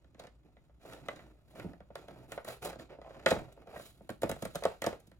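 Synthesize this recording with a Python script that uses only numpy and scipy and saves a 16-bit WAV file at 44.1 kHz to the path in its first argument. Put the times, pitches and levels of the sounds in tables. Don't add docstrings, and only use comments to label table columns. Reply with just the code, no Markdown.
import sys
import numpy as np
from scipy import signal
from scipy.fft import rfft, irfft, next_fast_len
from scipy.io import wavfile
from scipy.ndimage import uniform_filter1d

SR = 44100
rng = np.random.default_rng(int(sys.argv[2]) if len(sys.argv) > 2 else 0)


def log_audio(samples):
    frames = np.atleast_2d(samples).T
    limited = np.clip(frames, -1, 1)
    pcm = np.round(limited * 32767).astype(np.int16)
    wavfile.write(sys.argv[1], SR, pcm)


N = 229219

# f/Hz, relative level/dB
ROOM_TONE_SPECTRUM = [(20, -8.5), (40, -15.5), (57, 10.5), (80, -6), (120, -4.5), (200, -13.5),
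                      (500, -30.5), (1000, -30), (3000, -44), (8000, -58.5), (16000, -55)]
# f/Hz, t60/s
ROOM_T60 = [(100, .42), (260, 0.15), (700, 0.2), (1800, 0.15), (5000, 0.24), (13000, 0.12)]
# f/Hz, level/dB
ROOM_WET = [(100, -1.5), (300, -7), (600, -8), (1500, -4), (4000, -7), (12000, -11)]
# f/Hz, coherence
COHERENCE = [(60, .85), (250, 0.41), (650, 0.13), (1400, 0.02), (3000, 0.41), (16000, 0)]
# f/Hz, phase/rad
LEFT_LEAD = [(0, 1), (200, 0.23), (600, 0.69), (1200, 0.5), (2070, 1.46), (3300, 2), (4650, 4), (5700, 7),
             (7300, 8), (9000, 9.5), (11300, 12), (13900, 16), (16400, 17)]
# f/Hz, level/dB
LEFT_BALANCE = [(60, -2.5), (250, -3.5), (650, -1.1), (1300, -1), (2400, -2.5), (4400, -5), (8000, 0),
                (15000, 0.2)]

# f/Hz, relative level/dB
BUMP_SPECTRUM = [(25, -41), (42, -6.5), (55, -1.5), (90, -3.5), (130, 2.5), (190, -3.5), (230, -4.5),
                 (300, 1.5), (380, -1.5), (600, -43.5)]
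RUB_SPECTRUM = [(230, -37.5), (400, 8), (520, 7), (660, 7.5), (800, 2), (950, -2.5), (1500, -40.5)]
SCRAPE_SPECTRUM = [(500, -37.5), (900, -5), (1300, 1.5), (1700, -4.5), (2100, -4.5), (2600, -4),
                   (3200, -13), (4500, -13.5), (9000, -42)]
CREASE_SPECTRUM = [(500, -46.5), (900, -6), (1100, 2.5), (1400, 3), (1700, -1), (2000, 0.5), (2550, -4.5),
                   (3300, -7.5), (4500, -20), (9000, -42)]
FIBRE_SPECTRUM = [(800, -17.5), (2500, -1.5), (3800, 6.5), (5500, -2.5), (7000, 3.5), (10000, 2.5),
                  (13000, -4.5), (15500, 0), (17000, -22)]
# t/s, level/dB
TREBLE_RIDE = [(0.2, -6), (0.9, 2.5), (1.1, -2.5), (1.6, 5.5), (2.05, -1), (2.33, 7.5), (2.66, 4.5),
               (2.85, -8), (3.3, -5), (3.55, 3), (4.1, 7.5), (4.35, 5.5), (4.55, 2.5), (5.1, 3.5)]
# f/Hz, relative level/dB, factor on t60
BOX_MODES = [(75.5, 0.5, 1.53), (116.9, -1.5, 0.97), (190.5, -1.5, 1.17), (262.6, -2, 1.06),
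             (336.2, 1.5, 0.96), (395.2, -1, 0.9)]
PANEL_MODES = [(474.5, -0.5, 0.78), (541.8, 2.5, 0.99), (633.2, -0.5, 0.93), (855, -8.5, 1.03)]

# t/s, length/s, rub level/dB, bump level/dB, hiss level/dB
STROKES = [(0.176, 0.07, -58, -62.5, -77), (0.419, 0.064, -72, -64.5, -104), (0.8, 0.15, -56, -59.5, -65),
           (0.929, 0.29, -59.5, -58, -73), (1.462, 0.066, -71, -68.5, -75.5),
           (1.528, 0.1, -51.5, -54, -67.5), (1.621, 0.084, -58, -53, -88), (1.94, 0.083, -60.5, -60, -71),
           (1.99, 0.23, -59.5, -59.5, -75.5), (2.269, 0.084, -57, -59.5, -67.5),
           (2.452, 0.067, -50, -56.5, -56.5), (2.608, 0.068, -45.5, -49, -53.5),
           (2.78, 0.038, -55, -52.5, -63), (2.882, 0.052, -53, -57.5, -81), (2.979, 0.27, -59.5, -61, -74),
           (3.257, 0.059, -40, -49, -46.5), (3.33, 0.059, -48.5, -43, -66), (3.41, 0.082, -56, -64, -72),
           (3.551, 0.08, -62, -64, -84), (3.662, 0.1, -54, -63.5, -73.5), (3.739, 0.12, -65, -65, -60),
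           (3.94, 0.1, -75, -69, -80), (4.241, 0.44, -70, -69.5, -67)]
# start t/s, end t/s, slip rate/Hz, knock level/dB, panel f/Hz, click level/dB
CREAKS = [(2.897, 2.952, 135, -60, 572, -67.5), (3.048, 3.09, 68, -50.5, 669, -67),
          (3.145, 3.171, 140, -58.5, 665, -67.5)]
# t/s, knock level/dB, thump level/dB, thump f/Hz, click level/dB, crackle level/dB
SNAPS = [(0.045, -67, -62, 120, -73, -77), (0.147, -61, -57.5, 280, -68, -72.5),
         (0.197, -48.5, -63, 330, -59.5, -53.5), (0.238, -75, -58, 320, -63, -64.5),
         (0.27, -78, -61, 140, -62, -62.5), (0.568, -62, -71, 170, -67, -81),
         (0.696, -66.5, -72, 200, -76, -92), (0.851, -49.5, -60, 290, -63, -77),
         (0.934, -52, -60, 290, -56.5, -56), (1.0854, -37, -47, 367, -38, -50),
         (1.161, -65, -61, 230, -61.5, -60), (1.192, -56, -69, 350, -57.5, -71),
         (1.598, -54, -65, 270, -49.5, -59), (1.644, -52, -38.5, 190, -69, -71),
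         (1.655, -53, -38, 195, -78, -81), (1.734, -55, -58, 190, -61, -72),
         (1.805, -52, -53.5, 150, -62.5, -78), (1.904, -50.5, -56.5, 150, -69, -90),
         (1.9556, -42, -55, 290, -48, -51), (2.084, -48, -55, 270, -58.5, -61),
         (2.32, -45.5, -64, 390, -46, -47.5), (2.377, -37, -57, 380, -46, -69),
         (2.448, -49, -54, 330, -55, -53), (2.486, -44, -50, 340, -51, -49),
         (2.65, -43, -53, 320, -53, -42), (2.657, -38.5, -45, 350, -50, -48),
         (2.704, -48.5, -56, 337, -52.5, -70), (2.73, -46, -61, 390, -53, -61.5),
         (2.758, -47, -50, 340, -64, -67), (2.797, -52, -58, 170, -55.5, -58.5),
         (2.987, -49, -52.5, 340, -73, -90), (3.016, -49, -61, 260, -60, -68.5),
         (3.107, -48, -70, 290, -61, -78), (3.2616, -28.5, -55.5, 360, -26.5, -32.5),
         (3.265, -23, -32, 345, -31, -38.5), (3.29, -38.5, -53.5, 389, -49, -48.5),
         (3.308, -53, -65, 340, -42, -36), (3.312, -38, -53, 310, -37.5, -45),
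         (3.316, -21, -27.5, 286, -35.5, -49.5), (3.364, -38, -39, 255, -47, -62),
         (3.526, -74, -71, 330, -78, -64), (3.575, -55, -65, 300, -69, -86),
         (3.673, -50.5, -54.5, 140, -62, -71), (3.762, -43.5, -52.5, 260, -50.5, -70),
         (3.797, -46, -60, 250, -54, -68), (4.008, -54.5, -54, 195, -73, -83),
         (4.093, -39, -48.5, 260, -46.5, -52.5), (4.102, -48, -41, 290, -56.5, -54),
         (4.22, -45, -44, 380, -48, -46.5), (4.233, -26, -42, 340, -41, -44.5),
         (4.2398, -42, -30.5, 315, -48, -54), (4.295, -33, -36.5, 239, -44, -41),
         (4.315, -36.5, -39, 249, -43.5, -44), (4.364, -46.5, -66, 201, -61, -74),
         (4.424, -37.5, -37.5, 239, -49, -45), (4.453, -37, -40, 170, -46, -45),
         (4.549, -43.5, -48, 190, -55, -55), (4.5559, -37, -41, 150, -44.5, -41),
         (4.624, -39, -51.5, 370, -52, -66), (4.6374, -43.5, -53.5, 310, -43.5, -43.5),
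         (4.6534, -22, -36.5, 283, -36, -43), (4.82, -37.5, -42, 395, -40, -41.5),
         (4.842, -34, -44, 368, -40, -44), (4.8646, -36, -63, 370, -38.5, -40),
         (4.869, -27, -30.5, 358, -45, -45.5), (4.929, -40, -65.5, 330, -52, -64),
         (5.002, -73, -70, 160, -77, -65), (5.073, -75, -59, 160, -82, -65.5),
         (5.116, -61, -61, 160, -66, -71)]

RESTING_DB = (-81.5, -74.5, -87)
SETTLE_DB = (-20.5, -20, -21.5)
TICK_DB = (-2, -7, -8, -13)
ROOM_TONE_DB, BAND_LIMIT_HZ = -64, 16500
PANEL_HZ, HELD_CARD_T60_S = 560, .028


def amp(db):
    return 10 ** (np.asarray(db) / 20)


def unit_rms(x):
    return x / np.sqrt(np.mean(x ** 2) + 1e-20)


def hit(x, db):
    return amp(db) * x * np.sqrt(SR / 100 / (np.sum(x ** 2) + 1e-20))


def curve_at(points, hz):
    f, value = np.transpose(points)
    return np.interp(np.log(hz + 1), np.log(f + 1), value)


def add(mix, s, sound):
    start = round(s * SR)
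    sound = sound[max(-start, 0):]
    part = mix[max(start, 0):][:len(sound)]
    part += sound[:len(part)]


def eq(x, spectrum, size=2048):
    log_gain = np.log(amp(curve_at(spectrum, abs(np.fft.fftfreq(size, 1 / SR)))))
    taps = np.fft.ifft(np.exp(np.conj(signal.hilbert(log_gain)))).real
    return signal.fftconvolve(x, taps[:size // 2])[:len(x)]


def diffuse(pair):
    size = next_fast_len(pair.shape[1])
    left, other = rfft(pair, size)
    coherence = np.clip(curve_at(COHERENCE, np.fft.rfftfreq(size, 1 / SR)), -1, 1)
    right = coherence * left + np.sqrt(1 - coherence ** 2) * other
    return irfft(np.array([left, right]), size)[:, :pair.shape[1]]


def room_tone():
    pair = np.array([eq(noise, ROOM_TONE_SPECTRUM, size=16384) for noise in rng.standard_normal((2, N))])
    return amp(ROOM_TONE_DB) * unit_rms(diffuse(pair))


def reverb(x, size=24000):
    echoes = rng.standard_normal((2, size)) * (rng.random((2, size)) < 5000 / SR)
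    hz, t, bands = signal.stft(diffuse(echoes), SR, nperseg=256)
    decay = amp(-60 * t / curve_at(ROOM_T60, hz)[:, None])
    decay *= amp(curve_at(ROOM_WET, hz))[:, None] / np.sqrt(np.mean(decay ** 2, axis=1, keepdims=True))
    tail = signal.istft(bands * decay, SR, nperseg=256)[1][:, :size] / np.linalg.norm(echoes[0])
    first_echo_s = .0014
    tail *= 1 - np.exp(-(np.arange(size) / SR / first_echo_s) ** 2)
    return signal.fftconvolve(x[None], tail, axes=1)[:, :N]


def shifting_room(x, count=3, turns_per_s=3.1):
    turn = np.arange(N) / SR * turns_per_s
    sends = np.array([np.maximum(np.cos(2 * np.pi * (turn - k / count)), 0) for k in range(count)])
    return sum(reverb(x * send) for send in sends / np.linalg.norm(sends, axis=0))


def direct_sound(x):
    size = next_fast_len(N)
    hz = np.fft.rfftfreq(size, 1 / SR)
    left_gain = amp(curve_at(LEFT_BALANCE, hz) / 2)
    right_lag = np.exp(-1j * np.interp(hz, *np.transpose(LEFT_LEAD)))
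    return irfft(rfft(x, size) * np.array([left_gain, right_lag / left_gain]), size)[:, :N]


def grains(size, per_s, smooth):
    chance, height, noise = rng.random(size), rng.exponential(1, size), rng.standard_normal(size)
    slips = (chance < per_s / SR) * np.sign(noise) * amp(2.5 * np.minimum(height, 4))
    return unit_rms(unit_rms(slips) + smooth * rng.standard_normal(size))


def treble_ride_db(s):
    return np.interp(s, *np.transpose(TREBLE_RIDE))


def gesture(age, levels_db, length_s, rise_s, fade_s):
    envelope = np.clip(age / rise_s, 0, 1) * np.exp(-np.maximum(age - length_s, 0) / fade_s)
    return np.outer(amp(levels_db) ** 2, envelope ** 2)


def friction_gains():
    t = np.arange(0, N, 64) / SR
    power = np.outer(amp(RESTING_DB) ** 2, np.ones(len(t)))
    for start, length, *levels_db in STROKES:
        power += gesture(t - start, levels_db, length, rise_s=.45 * length, fade_s=.015 + .25 * length)
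    for s, knock_db, thump_db, _, _, crackle_db in SNAPS:
        levels_db = np.add([knock_db, thump_db, crackle_db], SETTLE_DB)
        power += gesture(t - s, levels_db, length_s=.02, rise_s=.02, fade_s=.041)
    return [np.interp(np.arange(N) / SR, t, gain) for gain in np.sqrt(power)]


def sliding_fingers():
    rub, bump, hiss = friction_gains()
    scrape = amp(-3.5) * rub ** .68 * hiss ** .32
    wobble = uniform_filter1d(uniform_filter1d(rng.standard_normal(N), size=400), size=200)
    grip = amp(2.5 * unit_rms(wobble))
    body = bump * unit_rms(eq(grains(N, per_s=280, smooth=.61), BUMP_SPECTRUM))
    body += rub * unit_rms(eq(grip * grains(N, per_s=400, smooth=.56), RUB_SPECTRUM))
    body += scrape * unit_rms(eq(grip * grains(N, per_s=900, smooth=.72), SCRAPE_SPECTRUM))
    fizz = unit_rms(eq(grip * grains(N, per_s=5500, smooth=1), FIBRE_SPECTRUM))
    top = eq(fizz, [(5000, -16), (8000, -4), (10500, -2.5)])
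    low = eq(fizz, [(5000, 1), (8000, 1.5), (10500, -7.5)])
    return body + hiss * (low + top * amp(treble_ride_db(np.arange(N) / SR)))


def card_ring(modes, t, tuning, t60, rise_s):
    tones = np.zeros(len(t))
    travel_s, prompt_hz = .005, 450
    for hz, db, life in modes:
        age = np.maximum(t - travel_s * max(np.sqrt(prompt_hz / hz) - 1, 0), 0)
        envelope = amp(db - 60 * age / (life * t60)) * (1 - np.exp(-age / rise_s))
        tones += envelope * np.sin(2 * np.pi * hz * tuning * age)
    return signal.sosfilt(signal.butter(4, 56, "high", fs=SR, output="sos"), tones)


def fibre_ticks(per_s=9, spread_db=2.5, thump_hz=290):
    cues = []
    for start, length, rub_db, *_ in STROKES:
        for place, strength in rng.uniform(0, 1, (int(length * per_s), 2)):
            knock, thump, click, crackle = rub_db + np.array(TICK_DB) + spread_db * (2 * strength - 1)
            cues.append((start + place * length, knock, thump, thump_hz, click, crackle))
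    return snaps(cues)


def door_creaks():
    out, t = np.zeros(N), np.arange(2048) / SR
    for start, end, per_s, knock_db, panel_hz, click_db in CREAKS:
        for s in np.arange(start, end, 1 / per_s):
            knock = card_ring(PANEL_MODES, t, panel_hz / PANEL_HZ, t60=.057, rise_s=.0019)
            click = eq(rng.standard_normal(len(t)) * np.exp(-t / .0015), CREASE_SPECTRUM)
            slip = hit(knock, knock_db) + hit(click, click_db)
            add(out, s + rng.normal(0, .065 / per_s), slip * amp(rng.normal(0, 1.9)))
    return out


def crease_click(t, strip_hz, tear_s, strip_width_hz=450.5):
    force = np.exp(-t / .01) + amp(-4) * np.exp(-t / (.0023 + tear_s))
    click = eq(force * grains(len(t), per_s=9000, smooth=1.47), CREASE_SPECTRUM)
    strip = signal.lfilter(*signal.iirpeak(strip_hz, strip_hz / strip_width_hz, fs=SR), click)
    return unit_rms(click) + amp(-4) * unit_rms(strip)


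def fibre_crackle(age, tear_s, tilt_db):
    swell = np.exp(-np.maximum(-age / (.45 * tear_s), age / (.99 * tear_s)))
    spectrum = [(hz, db + tilt_db * np.clip(np.log2(hz / 6000), -.5, 1)) for hz, db in FIBRE_SPECTRUM]
    return eq(swell * grains(len(age), per_s=6000, smooth=.63), spectrum)


def snap(knock_db, thump_db, thump_hz, click_db, crackle_db, ride_db, lead_s):
    out, t = np.zeros(5120), np.arange(4096) / SR
    tear_db = np.clip(crackle_db - click_db, -9, 9)
    tear_s = .0024 * 2 ** (tear_db / 6)
    tilt_db = -4 + .5 * tear_db + .8 * ride_db
    modes = [(hz, db - 7 * abs(np.log2(hz / thump_hz)), life) for hz, db, life in BOX_MODES]
    thump = card_ring(modes, t, rng.uniform(.98, 1.03), HELD_CARD_T60_S, rise_s=.0013)
    panel_tuning = 1 + .044 * rng.uniform(-.88, 1.8)
    knock = card_ring(PANEL_MODES, t, panel_tuning, HELD_CARD_T60_S, rise_s=.0033)
    strip_hz = np.clip(2430 * 2 ** ((click_db - knock_db) / 10.5), 1080, 1910)
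    click = crease_click(t, strip_hz * rng.uniform(.93, 1.12), tear_s)
    add(out, lead_s, hit(thump, thump_db) + hit(knock, knock_db) + hit(click, click_db))
    add(out, 0, hit(fibre_crackle(t - lead_s, tear_s, tilt_db), crackle_db))
    return out


def snaps(cues, lead_s=.02):
    out = np.zeros(N)
    for s, *settings in cues:
        add(out, s - lead_s, snap(*settings, treble_ride_db(s), lead_s))
    return out


def scene():
    box = snaps(SNAPS) + sliding_fingers() + door_creaks() + fibre_ticks()
    reflections = shifting_room(box) * amp([[-.4], [.4]])
    return direct_sound(box) + reflections + room_tone()


def record(dry):
    low_pass = signal.firwin(511, BAND_LIMIT_HZ, window=("kaiser", 9), fs=SR)
    return signal.oaconvolve(dry, low_pass[None], "same")


dry = scene()
out = record(dry)
log_audio(out)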